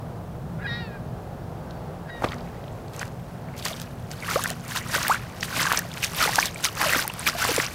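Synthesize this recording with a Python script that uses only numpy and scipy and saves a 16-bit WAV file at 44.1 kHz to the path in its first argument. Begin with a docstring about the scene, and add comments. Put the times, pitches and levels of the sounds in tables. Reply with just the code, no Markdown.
"""A walker crunches three steps on wet gravel, then wades along a flooded trail. Hiss and tiny rings make
the spray, crowds of short gliding rings make the gurgle, and single rings and noise bursts stand out
as air bubbles, stone knocks and snapping drops. A crow calls in rough stacks of sine waves, and faint
whistles glide far off. Behind lie shaped noise for the low rumble of open country and a far hum."""
import sys
import numpy as np
from scipy import signal
from scipy.fft import rfft, irfft
from scipy.io import wavfile
from scipy.ndimage import uniform_filter1d

SR = 44100
rng = np.random.default_rng(int(sys.argv[2]) if len(sys.argv) > 2 else 0)


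def master(y):
    """Save y as 16-bit WAV."""
    cut = np.clip(np.atleast_2d(y).T, -1, 1)
    pcm = np.round(cut * 32767)  # scale
    wavfile.write(sys.argv[1], SR, pcm.astype(np.int16))


N = 341334  # samples in the scene


def gain_of(db):
    """Turns decibels into a gain."""
    return 10 ** (np.asarray(db) / 20)


def evened(x):
    """Scales a sound to an average strength (rms) of 1."""
    return x / np.sqrt(np.mean(x ** 2) + 1e-20)


def read(points, hz):
    """Reads a spectrum between its points, on a log frequency axis."""
    f, value = np.transpose(points)
    return np.interp(np.log(hz + 1), np.log(f + 1), value)


def along(rows, column):
    """Reads one column of a timed table at every sample."""
    rows = np.asarray(rows)
    return np.interp(np.arange(N) / SR, rows[:, 0], rows[:, column])


def add(mix, s, sound):
    """Mixes a sound in at s seconds."""
    part = mix[round(s * SR):][:len(sound)]
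    part += sound[:len(part)]


def coloured(x, points):
    """Filters a sound by a spectrum, then scales it to rms 1."""
    gain = gain_of(read(points, np.fft.rfftfreq(len(x), 1 / SR)))
    return evened(irfft(rfft(x) * gain, len(x)))


def wander(width, size=N):
    """Slow random drift of rms 1: noise averaged twice over width samples."""
    span = max(int(width), 1)
    once = uniform_filter1d(rng.standard_normal(size), span)
    return evened(uniform_filter1d(once, span))


def ring(hz, end_hz, length, rise=0.0001):
    """A sine that starts sharply and glides; a long ring holds its level, then collapses."""
    t = np.arange(int(1.7 * length * SR) + 40) / SR
    pitch = hz + (end_hz - hz) * np.minimum(t / length, 1.3)
    turns = np.cumsum(pitch) / SR
    hold = 1.1 + (hz * length / 9) ** 2  # more cycles, steeper collapse
    onset = 1 - np.exp(-t / rise)
    decay = np.exp(-(t / (1.05 * length)) ** hold)
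    return np.sin(2 * np.pi * turns) * onset * decay


def grains(pitches_hz, cycles, glide, per_s, spread_db, colour):
    """Random rings of many pitches, each with its own sparse train of hits; a few are large."""
    out = np.zeros(N)
    for hz in pitches_hz:
        size_db = spread_db * np.minimum(rng.exponential(1, N), 4)
        size = gain_of(size_db) * rng.choice([-1, 1], N)
        train = size * (rng.random(N) < per_s / len(pitches_hz) / SR)
        end_hz = hz * (1 + glide * rng.random())
        length = cycles * rng.uniform(0.29, 1.53) / hz
        grain = ring(hz, end_hz, length, 0.087 / hz)
        level = gain_of(read(colour, hz)) * np.sqrt(hz)
        out += level * signal.oaconvolve(train, grain / np.linalg.norm(grain))[:N]
    return evened(out)


def splashes():
    """Spray is spurting hiss, tiny drops and sparse ticks; gurgle is small bubbles, slosh and larger plips."""
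    # colour of the spray: f/Hz, relative level/dB per Hz
    spray_colour = [(880, -66), (1500, -9), (2040, -8), (2250, -7.5), (6320, -9.5), (6840, -13),
                    (15200, -17), (15800, -36)]
    # colour of the gurgle: f/Hz, relative level/dB
    gurgle_colour = [(180, -10.5), (300, 4), (457, -13.5), (604, -6), (734, -8.5), (1210, -1.5), (1900, -5),
                     (3500, -18), (4550, -5), (7700, -60)]
    # water trickling between the steps: t/s, spray level/dB, gurgle level/dB
    trickle_levels = [(2.1, -90, -90), (2.17, -61, -49), (2.7, -61.5, -56.5), (2.9, -64, -60),
                      (3.35, -60.5, -57.5), (3.53, -70, -49), (3.9, -56, -51), (4.06, -60.5, -55),
                      (4.6, -52, -46.5), (5.17, -47.5, -41), (5.35, -54.5, -50), (5.9, -48, -44.5),
                      (6.55, -49.5, -48.5), (7.13, -47, -42), (7.74, -43, -42)]

    spurts = gain_of(1.1 * wander(31) + 2.0 * wander(500))
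    hiss = evened(coloured(rng.standard_normal(N), spray_colour) * spurts)
    drops = grains(np.geomspace(2500, 14000, num=32), cycles=3.8, glide=0.13,
                   per_s=1800, spread_db=4.4, colour=spray_colour)
    ticks = grains(np.geomspace(2500, 13000, num=16), cycles=3.8, glide=0.15,
                   per_s=160, spread_db=3.0, colour=spray_colour)
    spray = gain_of(-4.5) * hiss + gain_of(-4) * drops + gain_of(-7.0) * ticks
    # the trickle has its own blend of the same hiss, drops and ticks
    trickle = gain_of(-3) * hiss + gain_of(-6) * drops + gain_of(-5.0) * ticks

    froth = grains(np.geomspace(450, 3200, num=32), cycles=5.35, glide=0.35,
                   per_s=2200, spread_db=5.6, colour=gurgle_colour)
    slosh = evened(coloured(rng.standard_normal(N), gurgle_colour) * spurts)
    plips = grains(np.geomspace(800, 2600, num=16), cycles=4.8, glide=0.2,
                   per_s=350, spread_db=4.3, colour=gurgle_colour)
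    gurgle = gain_of(-3.0) * froth + gain_of(-12.0) * slosh + gain_of(-5.0) * plips

    spray_gain, gurgle_gain = stirring()
    trickle_spray = gain_of(along(trickle_levels, 1)) * trickle
    gurgle_gain = gurgle_gain + gain_of(along(trickle_levels, 2))
    return spray_gain * spray + trickle_spray + gurgle_gain * gurgle


def stirring():
    """Gains of spray and gurgle: drips, heel slap, plunge, lull and closing water of every step."""
    # one row a step: heel lands t/s, drips before it level/dB, slap spray level/dB, slap gurgle level/dB,
    # boot plunges t/s, swell up to it duration/s, its spray level/dB, its gurgle level/dB,
    # water closes t/s, its spray level/dB, its gurgle level/dB, lull between the two level change/dB
    strides = [(2.222, -70, -56, -51, 2.243, .03, -48, -33, 2.33, -53, -45.5, -6),
               (2.94, -76, -50, -50, 3.021, .09, -39.5, -31.5, 3.07, -54, -53, -7.5),
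               (3.58, -68, -40, -54, 3.66, 0.058, -27.5, -31, 3.836, -47.5, -53, -8),
               (4.114, -79, -44, -55, 4.312, 0.19, -30.5, -29.5, 4.515, -40, -39.5, -2),
               (4.763, -39.5, -29, -30.5, 4.95, 0.14, -27, -26, 5.14, -33.5, -32, -5.5),
               (5.43, -59, -34, -48, 5.609, .24, -26, -23, 5.783, -36.5, -30, -3.5),
               (6.032, -47, -26, -40, 6.228, 0.18, -23, -21, 6.46, -27, -33.5, -8),
               (6.643, -47.5, -24.5, -34, 6.815, 0.12, -30, -26, 7.025, -29.5, -29, 1),
               (7.271, -41, -26.5, -28, 7.415, .15, -28.5, -27, 7.65, -32.5, -33, 0)]
    # water running off the lifted boot: how long before the heel it peaks, and its slopes
    drip_lead_s, drip_rise_db_per_s, drip_fall_db_per_s = 0.066, 600, 32
    drip_gurgle_db = -4.5  # gurgle of the drips, relative to their spray
    slap_hold_s, slap_rise_db_per_s, slap_fall_db_per_s = 0.015, 1500, 650
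    plunge_rise_db = 37.5  # climb over the swell
    close_fall_db_per_s = (654, 452)  # spray, gurgle: gurgle outlasts spray

    t = np.arange(0, N + 64, 64) / SR  # one point every 64 samples
    out = np.zeros((2, len(t)))
    for (heel, drip_db, *slap_db, plunge, swell, spray_db, gurgle_db,
         close, end_spray_db, end_gurgle_db, lull_db) in strides:
        u = np.clip((t - plunge) / (close - plunge), 0, 1)  # 0 at the plunge, 1 as the water closes
        lull = lull_db * np.sin(np.pi * u ** 0.71)
        swell_db = plunge_rise_db * np.maximum(plunge - t, 0) / swell
        drips = peak(t, heel - drip_lead_s, drip_db, drip_rise_db_per_s, drip_fall_db_per_s)
        drips = drips * (t < heel)
        held = t - np.clip(t - heel, 0, slap_hold_s)  # time stands still while the slap holds
        ends = [(spray_db, end_spray_db), (gurgle_db, end_gurgle_db)]
        for k, (first_db, last_db) in enumerate(ends):
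            fall_db = close_fall_db_per_s[k] * np.maximum(t - close, 0)
            wade = gain_of(first_db + (last_db - first_db) * u + lull - swell_db - fall_db)
            slap = peak(held, heel, slap_db[k], slap_rise_db_per_s, slap_fall_db_per_s)
            out[k] = out[k] + wade + slap + drips * gain_of(k * drip_gurgle_db)
    return [np.interp(np.arange(N) / SR, t, gain) for gain in out]


def peak(t, s, db, rise_db_per_s, fall_db_per_s):
    """A gain that climbs to db at s seconds and falls away, both in straight decibel slopes."""
    drop_db = np.where(t < s, rise_db_per_s * (s - t), fall_db_per_s * (t - s))
    return gain_of(db - drop_db)


def bubbles():
    """Large trapped air pockets, each ringing at its own gliding pitch."""
    # the largest air pockets: t/s, level/dB, start f/Hz, end f/Hz, length/s
    pockets = [(2.238, -18.5, 1024, 634, 0.007), (2.261, -19.5, 473, 680, 0.003),
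               (2.321, -23, 2020, 2030, 0.001), (2.332, -24.5, 2000, 2000, 0.0017),
               (2.412, -25.5, 805, 810, 0.0016), (3.03, -15, 1760, 1730, 0.001),
               (3.712, -28, 596, 740, 0.0099), (4.225, -27, 2250, 2250, 0.0037),
               (4.234, -25, 2130, 2090, 0.0026), (4.246, -32, 2000, 2000, 0.0023),
               (4.308, -22, 1200, 1530, 0.0093), (4.3584, -15.5, 455, 690, 0.017),
               (4.3594, -12.5, 1300, 1140, 0.0035), (4.392, -19.5, 1040, 1280, 0.0045),
               (4.4584, -9.5, 1590, 1851, 0.0014), (4.508, -26, 620, 720, 0.008),
               (4.948, -14, 1679, 1636, 0.0015), (4.962, -20.5, 490.2, 605, 0.0066),
               (5.067, -13.5, 1840, 1800, 0.0017), (5.0972, -14, 752, 1560, 0.029),
               (5.1445, -14, 1490, 1440, 0.0032), (5.429, -12.5, 1840, 1900, 0.0014),
               (5.594, -20, 2120, 2030, 0.0068), (5.605, -17, 1180, 1248, 0.003),
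               (5.654, -17.5, 1000, 1220, 0.0065), (5.667, -18, 1695, 1480, 0.0082),
               (5.718, -2.5, 1451, 1180, 0.001), (5.7336, -12, 970, 960, 0.0022),
               (5.793, -20, 1710, 1890, 0.0042), (5.85, -31.5, 640, 700, 0.01),
               (6.03, -9, 2470, 2740, 0.001), (6.203, -21, 1566, 1485, 0.0135),
               (6.226, -15, 1310, 1270, 0.0073), (6.253, -20, 1500, 1400, 0.006),
               (6.259, -18, 600, 450, 0.004), (6.2755, -15, 2010, 2060, 0.0025),
               (6.278, -18, 850, 850, 0.0061), (6.292, -13.5, 840, 818, 0.0027),
               (6.334, -17, 1910, 1900, 0.0022), (6.383, -12, 710, 1064, 0.0092),
               (6.3871, -7.5, 1500, 1740, 0.0041), (6.428, -9.5, 2318, 2340, 0.002),
               (6.559, -26, 2300, 2350, 0.0036), (6.67, -26.5, 1390, 1210, 0.0097),
               (6.813, -19, 1722, 1750, 0.0022), (6.838, -21, 1350, 1320, 0.0036),
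               (6.8596, -22.5, 674, 529, 0.021), (6.894, -14, 2500, 2640, 0.0025),
               (6.934, -8.5, 1880, 2000, 0.0025), (6.9605, -12, 1220, 1170, 0.0017),
               (6.961, -18.5, 344, 256, 0.0064), (6.993, -14.5, 1600, 1500, 0.004),
               (7.051, -23, 855, 860, 0.0067), (7.099, -23, 2720, 2770, 0.0032),
               (7.1, -27, 950, 1000, 0.0056), (7.266, -14, 2340, 2370, 0.004), (7.35, -27, 660, 716, 0.017),
               (7.4267, -15, 1507, 1510, 0.0037), (7.4503, -9.5, 1130, 1171, 0.0025),
               (7.491, -19, 490, 477, 0.013), (7.5151, -18.5, 510, 300, 0.0035),
               (7.58, -14.5, 600, 315, 0.01), (7.6, -7, 1700, 1940, 0.0014)]
    out = np.zeros(N)
    for s, db, hz, end_hz, length in pockets:
        add(out, s, gain_of(db) * ring(hz, end_hz, length))
    return out


def snaps():
    """Stone knocks and drop snaps: noise bursts around a centre pitch, the narrower the longer."""
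    # the clearest knocks and snaps: t/s, peak level/dB, centre f/Hz, width/octaves
    knocks = [(1.708, -34, 4340, 1), (2.221, -17, 700, 2.15), (2.242, -10.5, 505, 2.5),
              (2.246, -22, 3470, 1.5), (2.2593, -32, 4000, 1.2), (2.2868, -26.5, 3620, 0.62),
              (2.319, -28, 3500, 1), (2.3428, -33, 5000, 1.6), (2.383, -38, 4600, 0.7),
              (2.4072, -38.5, 4500, 0.7), (2.64, -38, 3200, 1), (2.68, -38, 3440, 0.82),
              (2.882, -37, 5000, 1.3), (2.935, -29, 2780, 3.9), (2.964, -27, 6000, 2.8),
              (2.994, -21.5, 6340, 0.99), (3.014, -26, 1790, 1.5), (3.0539, -30, 6000, 2.5),
              (3.0788, -36, 5000, 2), (3.5656, -34, 9000, 1.5), (3.598, -26, 5140, 1.1),
              (3.625, -27, 3940, 0.62), (3.6532, -12.5, 4750, 1.5), (3.731, -26, 3700, 0.31),
              (3.7651, -32, 4800, 0.5), (3.7989, -25, 6500, 1.2), (3.8167, -22, 7000, 3.3),
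              (4.1146, -22, 4860, 1.6), (4.203, -27, 4600, 1.4), (4.4386, -11, 10335, 2),
              (4.476, -20, 7924, 1.3), (4.5027, -13.5, 3445, 4), (4.6806, -23, 11541, 2.1),
              (4.718, -23, 1700, 0.82), (4.771, -17, 5000, 0.99), (5.0298, -12, 5700, 1.4),
              (5.0812, -6, 14987, 3.5), (5.4082, -24, 5684, 0.59), (5.4316, -12.5, 2740, 2.1),
              (5.7251, -6.5, 3789, 4), (5.744, -22, 3020, 0.88), (5.7736, -9, 5940, 0.81),
              (5.7908, -10, 10600, 1.2), (5.915, -28, 3600, 0.5), (5.9392, -24, 6760, 1.2),
              (5.9726, -25.5, 3050, 0.75), (6.0384, -12, 2670, 0.62), (6.3572, -6.5, 5500, 2.4),
              (6.3987, -10.5, 6300, 0.49), (6.4563, -13, 6029, 2.6), (6.468, -23, 4400, 0.6),
              (6.4806, -24, 3200, 0.6), (6.5451, -24.5, 8100, 0.57), (6.6458, -3, 5630, 2),
              (6.6521, -5.5, 4000, 2.5), (6.686, -23, 3260, 0.6), (6.7524, -24, 7062, 0.72),
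              (6.951, -17, 3000, 1.1), (7.0782, -8, 10400, 4.5), (7.138, -21, 12230, 7.5),
              (7.194, -18.5, 9600, 0.48), (7.275, -7.5, 2730, 1.06), (7.2878, -11, 5960, 0.81),
              (7.5633, -8.5, 5900, 2), (7.6643, -18, 5600, 0.44)]
    out = np.zeros(N)
    t = np.arange(512) / SR
    for s, db, hz, octaves in knocks:
        band = [(hz / 2 ** (1.4 * octaves), -30),
                (hz / 2 ** (0.99 * octaves), -9),
                (hz, 0),
                (hz * 2 ** (0.44 * octaves), -9),
                (hz * 2 ** (1.27 * octaves), -36),
                (hz * 2 ** (3 * octaves), -70)]
        life = 0.00065 + 4.1 / (hz * max(octaves, .2))  # decay time, s
        shape = (1 - np.exp(-t / (0.14 * life))) * np.exp(-t / life)
        crack = coloured(rng.standard_normal(len(t)), band) * shape
        add(out, s, gain_of(db) * crack / abs(crack).max())
    return out


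def birds():
    """The crow and the far whistles, with a thin scatter of echoes from brush and water."""
    # the crow, one table a phrase: t/s, pitch f/Hz, level/dB, odd partials level/dB, half lines level/dB,
    # quarter lines level/dB, roughness/0-1, tilt/dB per octave
    phrases = [
        [(.585, 866, -64, 0, 13, 0, .4, -17), (.612, 1057, -57.5, 0, 11, 2, 0.6, -30),
         (.636, 1150, -55, 4, 13, 7, 0.2, -11)],
        [(.636, 858, -38, -12, -16, -20, 0.2, -12), (.655, 800, -36, 3, -25, -20, 0.26, -12),
         (.672, 830, -34, -4, -14, -16, 0.6, -6)],
        [(.663, 976, -44, -14, -20, -25, .1, -1), (.68, 960, -36.5, -1, -16, -28, .2, -2),
         (.705, 935, -38, -28, -13, -20, 0.1, 2), (.745, 944, -40, -30, -14, -10.5, 0.15, 2.5),
         (.805, 955, -44.5, -1, -6, -20, 0.2, 0.5), (.86, 888, -53.5, 11, -6, -38, 0.1, -2),
         (.91, 822, -55, 5, -19, -17, 0.1, -9), (.96, 809, -47, 5, -14, -13, 0.2, -14),
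         (.985, 756, -56, -10, -16, -22, .1, -12)],
        [(2.055, 845, -54, -14, -9, -24, 0.2, -18), (2.08, 818, -56, -16, -11, -4, 0.5, -6),
         (2.108, 790, -44, -16, -14, -10, .4, -6)],
        [(2.092, 960, -46, -3, -35, -35, 0.2, -6), (2.14, 953, -47.5, -5, -35, -35, 0.2, -0.5),
         (2.19, 935, -50, -10, -35, -35, .05, -3), (2.225, 940, -59, -14, -35, -35, .05, -5)],
    ]
    # faint far whistles, one table each: t/s, f/Hz, level/dB
    far_whistles = [
        [(1.66, 1570, -55), (1.74, 1520, -57)],
        [(1.71, 4640, -69), (1.79, 4540, -68), (1.91, 4050, -73)],
        [(3.465, 1500, -56), (3.53, 1485, -55)],
    ]
    calls = np.zeros(N)
    for rows in phrases:
        add(calls, *caw(rows))
    for rows in far_whistles:
        add(calls, *whistle(rows))
    t = np.arange(SR // 2) / SR
    fade = gain_of(-60 * t / 0.82)  # falls at 60 dB per 0.82 s
    tail = rng.standard_normal(len(t)) * fade * (t > .008)
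    echoes = signal.oaconvolve(calls, tail / np.linalg.norm(tail))[:N]
    return calls + gain_of(-16.5) * echoes


def caw(rows):
    """Sines on quarters of the pitch: uneven pulses feed the lines between; roughness smears them."""
    # throat and beak: f/Hz, level/dB
    throat = [(700, -24), (1300, 3.5), (1900, 3.5), (2500, -4), (3000, -9.5), (3800, -2.5), (4500, -4),
              (5200, -9.5), (6000, -40), (7500, -38)]
    s, *columns = np.transpose(rows)
    t = np.arange(s[0], s[-1], 1 / SR)
    hz, level_db, odd_db, half_db, quarter_db, rough, tilt_db = (np.interp(t, s, c) for c in columns)
    rough = np.clip(rough, 0, 1)
    shaky_hz = hz * (1 + .04 * rough * wander(60, size=len(t)))
    turns = np.cumsum(shaky_hz) / SR / 4
    out = np.zeros(len(t))
    for k in range(4, 30):  # k counts quarters of the pitch
        if k % 8 == 0:
            share_db = 0  # even partials
        elif k % 4 == 0:
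            share_db = odd_db - 0.76 * max(k - 12, 0)  # the higher odd partials are weaker
        elif k % 2 == 0:
            share_db = half_db
        else:
            share_db = quarter_db
        colour_db = read(throat, k * hz / 4) + tilt_db * max(np.log2(k / 8), 0)
        flutter = 1 + rough * wander(130, size=len(t))
        line = np.sin(2 * np.pi * (k * turns + rng.random()))
        out += gain_of(share_db + colour_db) * flutter * line
    fades = signal.windows.tukey(len(t), min(0.01 / (t[-1] - t[0]), 1))
    return s[0], np.sqrt(2) * gain_of(level_db) * out * fades


def whistle(rows):
    """A gliding tone, its strength blurred by the long way through moving air."""
    s, hz, level_db = np.transpose(rows)
    t = np.arange(s[0], s[-1], 1 / SR)
    turns = np.cumsum(np.interp(t, s, hz)) / SR
    tone = np.sin(2 * np.pi * turns) * (1 + 0.45 * wander(120, size=len(t)))
    level = np.sqrt(2) * gain_of(np.interp(t, s, level_db))
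    return s[0], level * tone * signal.windows.tukey(len(t), .2)


def country():
    """Open country: distant wash and lumpy wind on the microphone, both noise with drifting levels."""
    # levels over time: t/s, wind rumble level/dB, distant wash level/dB
    gust = [(0, -40.5, -39), (.5, -34, -39), (1.3, -39, -38), (2, -43.5, -37.5), (2.8, -40, -39.5),
            (4, -39.5, -41), (7.74, -41.5, -42.5)]
    # colour of the wind rumble: f/Hz, relative level/dB per Hz
    rumble = [(8.8, -39), (15, -19.5), (124, 3), (178, -0.5), (203, -6.5), (220, -6.5), (290, -21),
              (480, -120)]
    # colour of the distant wash: f/Hz, relative level/dB per Hz
    air = [(12, -40), (30, -11), (50, -3.5), (167, 0.5), (203, -11.5), (317, -7.5), (469, -7), (733, -7),
           (996, -14), (1560, -21), (2240, -30), (3300, -33.5), (5500, -39), (15800, -62)]
    wash_level = gain_of(along(gust, 2) + .6 * wander(9000))
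    wash = wash_level * coloured(rng.standard_normal(N), air)
    lumps = gain_of(0.82 * wander(3000))
    wind = evened(lumps * coloured(rng.standard_normal(N), rumble))
    return wash + gain_of(along(gust, 1)) * wind


def hum():
    """A far hum: each line is noise in a very narrow band, so it wavers."""
    # wavering lines: f/Hz, width/Hz, level/dB
    lines = [(120.2, 7.6, -50.5), (171, 8.7, -47.5), (240.2, 2, -51), (476, 1.4, -61.5)]
    hz = np.fft.rfftfreq(N, 1 / SR)
    out = np.zeros(N)
    for f, width, db in lines:
        narrow = rfft(rng.standard_normal(N)) / (1 + ((hz - f) / width) ** 2)
        out += gain_of(db) * evened(irfft(narrow, N))
    return out


def microphone_hiss():
    """The microphone's own steady hiss: plain white noise."""
    return gain_of(-60) * rng.standard_normal(N)


def scene():
    """Sums all sources at one microphone."""
    walker = splashes() + bubbles() + snaps()
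    background = country() + hum() + microphone_hiss()
    return (walker + birds() + background)[None]


def record(dry):
    """Limits the band: a low-pass filter takes away the highest treble."""
    edge_hz = 15850
    low_pass = signal.firwin(511, edge_hz, window=("kaiser", 9), fs=SR)
    return signal.oaconvolve(dry, low_pass[None], "same")


dry = scene()
out = record(dry)
master(out)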